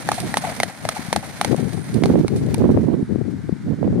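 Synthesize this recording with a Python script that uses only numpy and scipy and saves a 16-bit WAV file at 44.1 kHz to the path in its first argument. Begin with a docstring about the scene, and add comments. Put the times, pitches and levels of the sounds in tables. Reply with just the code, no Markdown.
"""Feet slap the water in pairs, nearly four strides a second: a swan runs along a river to take off,
heard from the bank. Each slap cracks and rings a pocket of trapped air; the hollows left behind close
with a plop and spray patters down. The bird recedes behind the reeds while gusts buffet the two
microphone ports, over a faint rustle of leaves."""
import sys
import numpy as np
from scipy import signal
from scipy.fft import rfft, irfft
from scipy.io import wavfile
from scipy.ndimage import uniform_filter1d

SR = 44100
rng = np.random.default_rng(int(sys.argv[2]) if len(sys.argv) > 2 else 0)


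def wav_out(sig):
    """Save sig, one row per channel (or a flat mono array), as 16-bit PCM at SR to the path in sys.argv[1]."""
    wavfile.write(sys.argv[1], SR, np.round(np.clip(np.atleast_2d(sig).T, -1, 1) * 32767).astype(np.int16))


N = 176400
TIME = np.arange(N) / SR

# Foot slaps: t/s, level/dB, pocket f/Hz, smack f/Hz, smack trim/dB, crack trim/dB, crack decay/s
SLAPS = [(.088, 2.5, 787, 1810, -14, -26.5, 0.0015), (0.1157, 0.5, 820, 1220, -13, -26, 0.0036),
         (0.3404, -2.5, 820, 1880, -10.5, -22, 0.0013), (.370, 0, 838, 1220, -15, -19, 0.00066),
         (0.6004, -3.5, 755, 2120, -7.5, -15.5, 0.00043), (.632, -1, 674, 1920, -11, -19, 0.0019),
         (.851, -7, 725, 2040, -18, -21.5, 0.00085), (0.8884, -6.5, 620, 1260, -8.5, -14.5, 0.0023),
         (1.1275, -3.5, 880, 2175, -16.5, -14.5, 0.00094), (1.1608, 1.5, 790, 1430, -21.5, -21, 0.0012),
         (1.4118, 3.5, 780, 2160, -24, -22, 0.001), (1.446, -3.5, 753, 2200, -15, -18.5, 0.0024),
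         (2.036, -7.5, 700, 2140, -9.5, -15.5, 0.00053), (2.057, -8.5, 770, 1560, -27, -16.5, 0.0005),
         (2.28, -19.5, 790, 2200, -5, -11, 0.00094), (2.5432, -11.5, 876, 2350, -14, -19.5, 0.00079)]
# Crack spectra, in the open and behind the reeds: f/Hz, level/dB
OPEN_CRACK_SPECTRUM = [(200, -7.5), (420, -5), (620, 6.5), (900, 1.5), (1300, -2.5), (2200, 1.5),
                       (2800, -5), (4300, -3), (5200, -9), (6100, -5), (7400, -13), (9000, -1),
                       (11000, -15.5), (15000, -26)]
FAR_CRACK_SPECTRUM = [(200, -8), (700, 3.5), (2200, -4), (2900, -16), (4200, 5.5), (5200, -2.5), (6200, -2),
                      (7500, -1), (9000, -24), (15000, -56)]
# Crack heard through the reeds: t/s, share/1
BEHIND_REEDS = [(1.3, 0.08), (2.0, 0.44)]

def slaps():
    """Each foot cracks, smacks, rings a trapped air pocket and throws a sheet of water. Mid, side."""
    contact_s, pocket_t60_s, smack_t60_s, sheet_decay_s = 0.001001, 0.02, 0.015, 0.0069
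    rings, cracks, t = np.zeros(N), np.zeros((2, N)), TIME[:SR // 10]
    age = np.maximum(t - contact_s, 0)
    glide = 1 + 0.082 * (1 - 2 * np.exp(-2 * np.pi * age / pocket_t60_s))  # pocket pitch rises
    for start_s, db, pocket_hz, smack_hz, smack_db, crack_db, crack_decay_s in SLAPS:
        phase = 2 * np.pi * np.cumsum(pocket_hz * glide * (age > 0)) / SR
        pocket = from_db(-6 - 60 * age / pocket_t60_s) * np.sin(phase)
        smack = from_db(4 + smack_db - 60 * age / smack_t60_s) * np.sin(2 * np.pi * smack_hz * age)
        add(rings, start_s, from_db(db) * (pocket - smack))
        sheet = from_db(-9) * np.exp(-age / sheet_decay_s)
        burst = np.minimum(t / contact_s, 1) ** 2 * (np.exp(-age / crack_decay_s) + sheet)
        add(cracks, start_s, from_db(db + crack_db + 6.5) * burst * rng.standard_normal((2, len(t))))
    far = in_time(BEHIND_REEDS)
    mid, side = colour(cracks * (1 - far), OPEN_CRACK_SPECTRUM) + colour(cracks * far, FAR_CRACK_SPECTRUM)
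    return np.array([mid + low_cut(rings, hz=330, order=2), side])


# Closing hollows: t/s, level/dB, f/Hz, rise/s
PLOPS = [(.179, -20, 724, 0.0034), (.228, -28.5, 680, 0.0044), (.437, -18.5, 722, .005),
         (.447, -22, 840, 0.0028), (.469, -23.5, 668, 0.0075), (.488, -25.5, 636, 0.0054),
         (.520, -23.5, 775, 0.0014), (.697, -26.5, 810, 0.0013), (.853, -35, 616, 0.0019),
         (.964, -21.5, 819, 0.0037), (1.229, -26, 800, 0.0022), (1.58, -31.5, 720, 0.0071),
         (1.775, -32, 760, 0.002)]
# Churning water: f/Hz, level/dB
CHURN_SPECTRUM = [(400, -4.5), (750, 9), (1200, -1), (2000, 1), (2800, -7.5), (5000, -19), (9000, -13),
                  (15000, -34)]

def plops():
    """Large bubbles swell and ring, rising in pitch, while the water churns round them. Mid, side."""
    glide_per_s = 2.7
    rings, churn, t = np.zeros(N), np.zeros(N), TIME[:SR // 10]
    for start_s, db, hz, rise_s in PLOPS:
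        phase = 2 * np.pi * hz * t * (1 + glide_per_s * t / 2)
        add(rings, start_s, from_db(db) * swell(t, rise_s) * np.sin(phase))
        add(churn, start_s, from_db(db - 9.5) * swell(t, rise_s=0.0055))
    mid, side = colour(churn * rng.standard_normal((2, N)), CHURN_SPECTRUM)
    return np.array([rings + mid, side])


# Falling spray: t/s, level/dB
SPRAY_LEVEL = [(0, -35.5), (.19, -37), (.28, -36), (.46, -34), (.57, -35.5), (.76, -42.5), (.95, -35),
               (1.1, -38.5), (1.22, -38), (1.36, -38.5), (1.5, -36.5), (1.65, -41.5), (2.1, -41.5),
               (2.25, -46.5), (2.6, -45), (3.0, -57), (4, -58.5)]
# Clumps of water landing: t/s, level/dB, decay/s
CLUMPS = [(0.141, -32.5, 0.062), (0.202, -23, 0.003), (0.374, -24, 0.0096), (0.564, -34, .006),
          (0.949, -36, 0.021), (1.035, -48, 0.0052), (1.563, -31, 0.0034), (1.731, -36, 0.0072),
          (1.942, -31, 0.0053), (2.361, -38, 0.027), (2.463, -41, 0.0043), (2.543, -19, 0.0025),
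          (2.581, -37.5, 0.0044)]
# Spray and clump spectra: f/Hz, level/dB
SPRAY_SPECTRUM = [(450, -0.5), (750, 5), (1100, -2.5), (1400, 0), (1900, 0.5), (2300, -0.5), (2700, -8.5),
                  (4200, -5.5), (5200, -10), (6100, -8.5), (7400, -13.5), (9000, -11), (11000, -14.5),
                  (15000, -28.5)]
CLUMP_SPECTRUM = [(800, -7), (2000, 3.5), (4300, 6.5), (7300, 0.5), (9300, 9.5), (15000, -19)]

def spray():
    """Drops of uneven size land over a fine hiss, now and then in a clump. Mid, side."""
    drops = grains(per_s=1700, spread_db=2)
    mist = from_db(-2.5) * rng.standard_normal((2, N))
    flicker_db = 2.07 * drift(rate_hz=34)
    patter = from_db(in_time(SPRAY_LEVEL) + flicker_db) * rms_one(drops + mist)
    clumps = np.zeros(N)
    for start_s, db, decay_s in CLUMPS:
        add(clumps, start_s, from_db(db) * np.exp(-TIME[:SR // 5] / decay_s))
    return colour(patter, SPRAY_SPECTRUM) + colour(clumps * rng.standard_normal((2, N)), CLUMP_SPECTRUM)


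# Droplet ticking: t/s, level/dB
DROPLET_LEVEL = [(0, -48), (.2, -48), (.45, -44), (.75, -53), (1.0, -49), (1.5, -50), (1.9, -49.5),
                 (2.25, -60), (2.6, -62), (3.0, -64), (4, -73)]
# Tick spectrum: f/Hz, level/dB
DROPLET_SPECTRUM = [(6000, -28), (7600, -22), (8900, 6.5), (9900, -2), (11500, -23.5), (15000, -28)]

def droplets():
    """The finest droplets tick high in the treble. Mid, side."""
    return from_db(in_time(DROPLET_LEVEL)) * colour(grains(per_s=700, spread_db=4), DROPLET_SPECTRUM)


# Water balance: f/Hz, left minus right/dB
WATER_PAN = [(500, 6.5), (1500, -1.5), (3000, 0.5), (5000, -3.5), (9000, -8.5), (15000, -10.5)]
# Water left-right likeness: f/Hz, likeness/1
WATER_LIKENESS = [(500, 0.99), (1000, 0.44), (2000, 0.26), (6000, 0.27), (15000, 0.96)]

def from_river(mid, side):
    """Water sounds to left, right: lows lean left, treble right; most diffuse at 2-6 kHz."""
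    left_lag_s = 0.00006
    likeness, pan_db = per_bin(WATER_LIKENESS), per_bin(WATER_PAN)
    common = rfft(mid) * np.sqrt((1 + likeness) / 2)
    diffuse = rfft(side) * np.sqrt((1 - likeness) / 2)
    lag = np.exp(-2j * np.pi * np.arange(N // 2 + 1) * SR / N * left_lag_s)
    left = (common + diffuse) * from_db(pan_db / 2) * lag
    right = (common - diffuse) * from_db(-pan_db / 2)
    return irfft(np.array([left, right]), N)


# Wind pressure on each port: t/s, level/dB
WIND_LEFT = [(0, -28.5), (.68, -32), (.78, -43.5), (.86, -22), (.92, -40), (1.0, -34), (1.12, -28.5),
             (1.18, -20.5), (1.22, -38), (1.43, -30), (1.52, -13.5), (1.57, -21), (1.6, -19.5),
             (1.88, -26.5), (2.02, -26.5), (2.06, -14), (2.21, -23.5), (2.28, -29), (2.32, -14),
             (2.38, -21.5), (2.55, -18.5), (2.67, -17.5), (2.74, -17.5), (2.785, -15.5), (2.81, -21.5),
             (2.95, -30), (3.03, -30), (3.06, -45), (3.1, -15.5), (3.43, -28), (3.53, -25), (3.59, -32),
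             (3.68, -27.5), (3.77, -33), (3.82, -22.5), (3.99, -18)]
WIND_RIGHT = [(0, -39), (.12, -30), (.18, -34.5), (.25, -22.5), (.31, -36), (.55, -41), (.61, -23.5),
              (.68, -69), (.82, -45), (.89, -31), (.93, -49), (1.44, -37), (1.53, -61), (1.59, -26),
              (1.63, -48), (1.86, -37), (1.93, -26), (1.965, -13.5), (2.0, -18), (2.04, -11), (2.25, -18),
              (2.275, -34), (2.35, -19.5), (2.5, -24.5), (2.62, -13.5), (2.72, -15), (2.82, -19.5),
              (2.95, -14.5), (3.04, -17.5), (3.07, -32.5), (3.6, -38), (3.65, -27), (3.72, -14.5),
              (3.78, -27), (3.83, -17), (3.99, -20)]
# Rumble and flutter spectra: f/Hz, level/dB
RUMBLE_SPECTRUM = [(22, -32), (38, -31), (60, -18), (100, -2), (170, 3), (260, -0.5), (400, -15.5),
                   (600, -40.5), (1000, -41)]
FLUTTER_SPECTRUM = [(150, -14.5), (260, 6), (380, 4.5), (600, -10), (900, -21.5), (1500, -41.5),
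                    (3000, -43.5)]

def wind(pressure, tilt_db_per_octave):
    """Eddies hit one port in puffs that rumble; strong gusts add a lumpy, higher flutter."""
    strong_gust_db, flutter_growth, port_limit = -15.5, 1.97, 0.99
    pressure_db, puffs = in_time(pressure), np.minimum(drift(rate_hz=24), 1)
    tilted = [(hz, db + tilt_db_per_octave * np.log2(hz)) for hz, db in RUMBLE_SPECTRUM]
    rumble = evened(colour(rng.standard_normal(N), tilted))
    lumps = rng.standard_normal(N) * from_db(8 * drift(rate_hz=35))
    flutter = evened(colour(lumps, FLUTTER_SPECTRUM))
    flutter_db = -17.5 + flutter_growth * (pressure_db - strong_gust_db) + 5 * puffs
    air = from_db(pressure_db + 4 * puffs) * rumble + from_db(flutter_db) * flutter
    return low_cut(port_limit * np.tanh(air / port_limit), hz=55, order=4)


# Hard eddies: t/s, level/dB, f/Hz, left minus right/dB
BUFFETS = [(.993, -15.5, 223, 18), (1.084, -19, 170, 18), (1.177, -12.5, 200, 20), (1.457, -15, 250, 23),
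           (1.509, -11.5, 310, 34), (1.545, -2.5, 480, 29), (1.963, -14, 260, -17), (2.156, 0.5, 445, -42),
           (2.195, -2.5, 230, 25), (2.247, -1, 352, -28), (2.319, -14, 317, 18), (2.620, -6, 477, -16),
           (2.641, -2, 372, -24), (2.692, -3, 440, -20), (2.774, -1, 494, 27), (3.027, -7.5, 210, 9),
           (3.100, -16, 298, 17), (3.158, -5, 317, 25), (3.493, -5.5, 306, 30), (3.525, -4, 181, 32),
           (3.829, -4.5, 470, -33), (3.877, -7.5, 457, 26)]

def buffets():
    """Each hard eddy thumps mainly one port."""
    rise_cycles = 0.4
    out, t = np.zeros((2, N)), TIME[:SR // 20]
    for start_s, db, hz, pan_db in BUFFETS:
        thump = swell(t, rise_cycles / hz) * np.sin(2 * np.pi * hz * t)
        port_db = np.minimum([[pan_db], [-pan_db]], 0)
        add(out, start_s, from_db(db + port_db) * thump)
    return out


# Leaf rustle: f/Hz, level/dB
LEAF_SPECTRUM = [(200, 15.5), (500, -4.5), (850, -0.5), (1150, -2), (1550, 3), (2150, -1.5), (2700, -13),
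                 (4000, -10.5), (7000, -16.5), (9000, -19), (11000, -31), (15000, -42)]

def leaves():
    """Steady, far rustle of trees and reeds."""
    level_db, likeness = -46.5, 0.56
    mid, side = colour(rng.standard_normal((2, N)), LEAF_SPECTRUM)
    rustle = np.sqrt(1 + likeness) * mid + np.sqrt(1 - likeness) * np.array([side, -side])
    return from_db(level_db) * rms_one(rustle)


def from_db(db):
    """Decibels to gain."""
    return 10 ** (np.asarray(db) / 20)


def rms_one(x):
    """Scale to rms 1."""
    return x / np.sqrt(np.mean(x ** 2) + 1e-20)


def evened(x, window_samples=1200):
    """Hold the short-term rms at 1."""
    return x / np.sqrt(uniform_filter1d(x ** 2, size=window_samples) + 1e-9)


def in_time(rows):
    """A curve at every sample."""
    return np.interp(TIME, *np.transpose(rows))


def per_bin(points):
    """A spectrum at every frequency bin."""
    hz, value = np.transpose(points)
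    return np.interp(np.log(np.arange(N // 2 + 1) * SR / N + 1), np.log(hz), value)


def colour(x, spectrum):
    """Minimum-phase filter of unit power that follows a spectrum and falls away beyond its ends."""
    (low_hz, low_db), (high_hz, high_db) = spectrum[0], spectrum[-1]
    skirted = [(low_hz / 4, low_db - 30), *spectrum, (high_hz * 4, high_db - 50)]
    gain = rms_one(from_db(per_bin(skirted)))
    cepstrum = irfft(np.log(gain), N)
    causal_fold = np.r_[1, np.full(N // 2 - 1, 2), 1, np.zeros(N // 2 - 1)]
    return irfft(rfft(x) * np.exp(rfft(cepstrum * causal_fold)), N)


def low_cut(x, hz, order):
    """High-pass filter."""
    return signal.sosfilt(signal.butter(order, hz, "high", fs=SR, output="sos"), x)


def drift(rate_hz):
    """Slow random wander, rms 1."""
    pole = np.exp(-2 * np.pi * rate_hz / SR)
    return rms_one(signal.lfilter([1], [1, -2 * pole, pole * pole], rng.standard_normal(N + SR))[SR:])


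def grains(per_s, spread_db):
    """Random clicks of uneven size, rms 1. Mid, side."""
    sizes = from_db(spread_db * np.minimum(rng.exponential(1, (2, N)), 4))
    signs = rng.choice([-1, 1], (2, N))
    return rms_one(sizes * signs * (rng.random((2, N)) < per_s / SR))


def swell(age, rise_s):
    """Rises to 1 in rise_s, then dies away."""
    u = np.maximum(age, 0) / rise_s
    return u * np.exp(1 - u)


def add(out, start_s, sound):
    """Mix a short sound in at start_s."""
    i = max(int(start_s * SR), 0)
    out[..., i:i + sound.shape[-1]] += sound[..., :N - i]


def scene():
    """The swan on the river, the wind on the ports, the leaves behind."""
    gusts = np.array([wind(WIND_LEFT, tilt_db_per_octave=-3.5), wind(WIND_RIGHT, tilt_db_per_octave=0.5)])
    mid, side = slaps() + plops() + spray() + droplets()
    return from_river(mid, side) + gusts + buffets() + leaves()


def record(dry):
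    """Round the highest peaks and cut the top treble."""
    clip_level, cutoff_hz = 0.8, 15400
    rounded = dry / (1 + (dry / clip_level) ** 4) ** .25
    return signal.sosfilt(signal.ellip(10, .1, 80, cutoff_hz, fs=SR, output="sos"), rounded)


dry = scene()
out = record(dry)
wav_out(out)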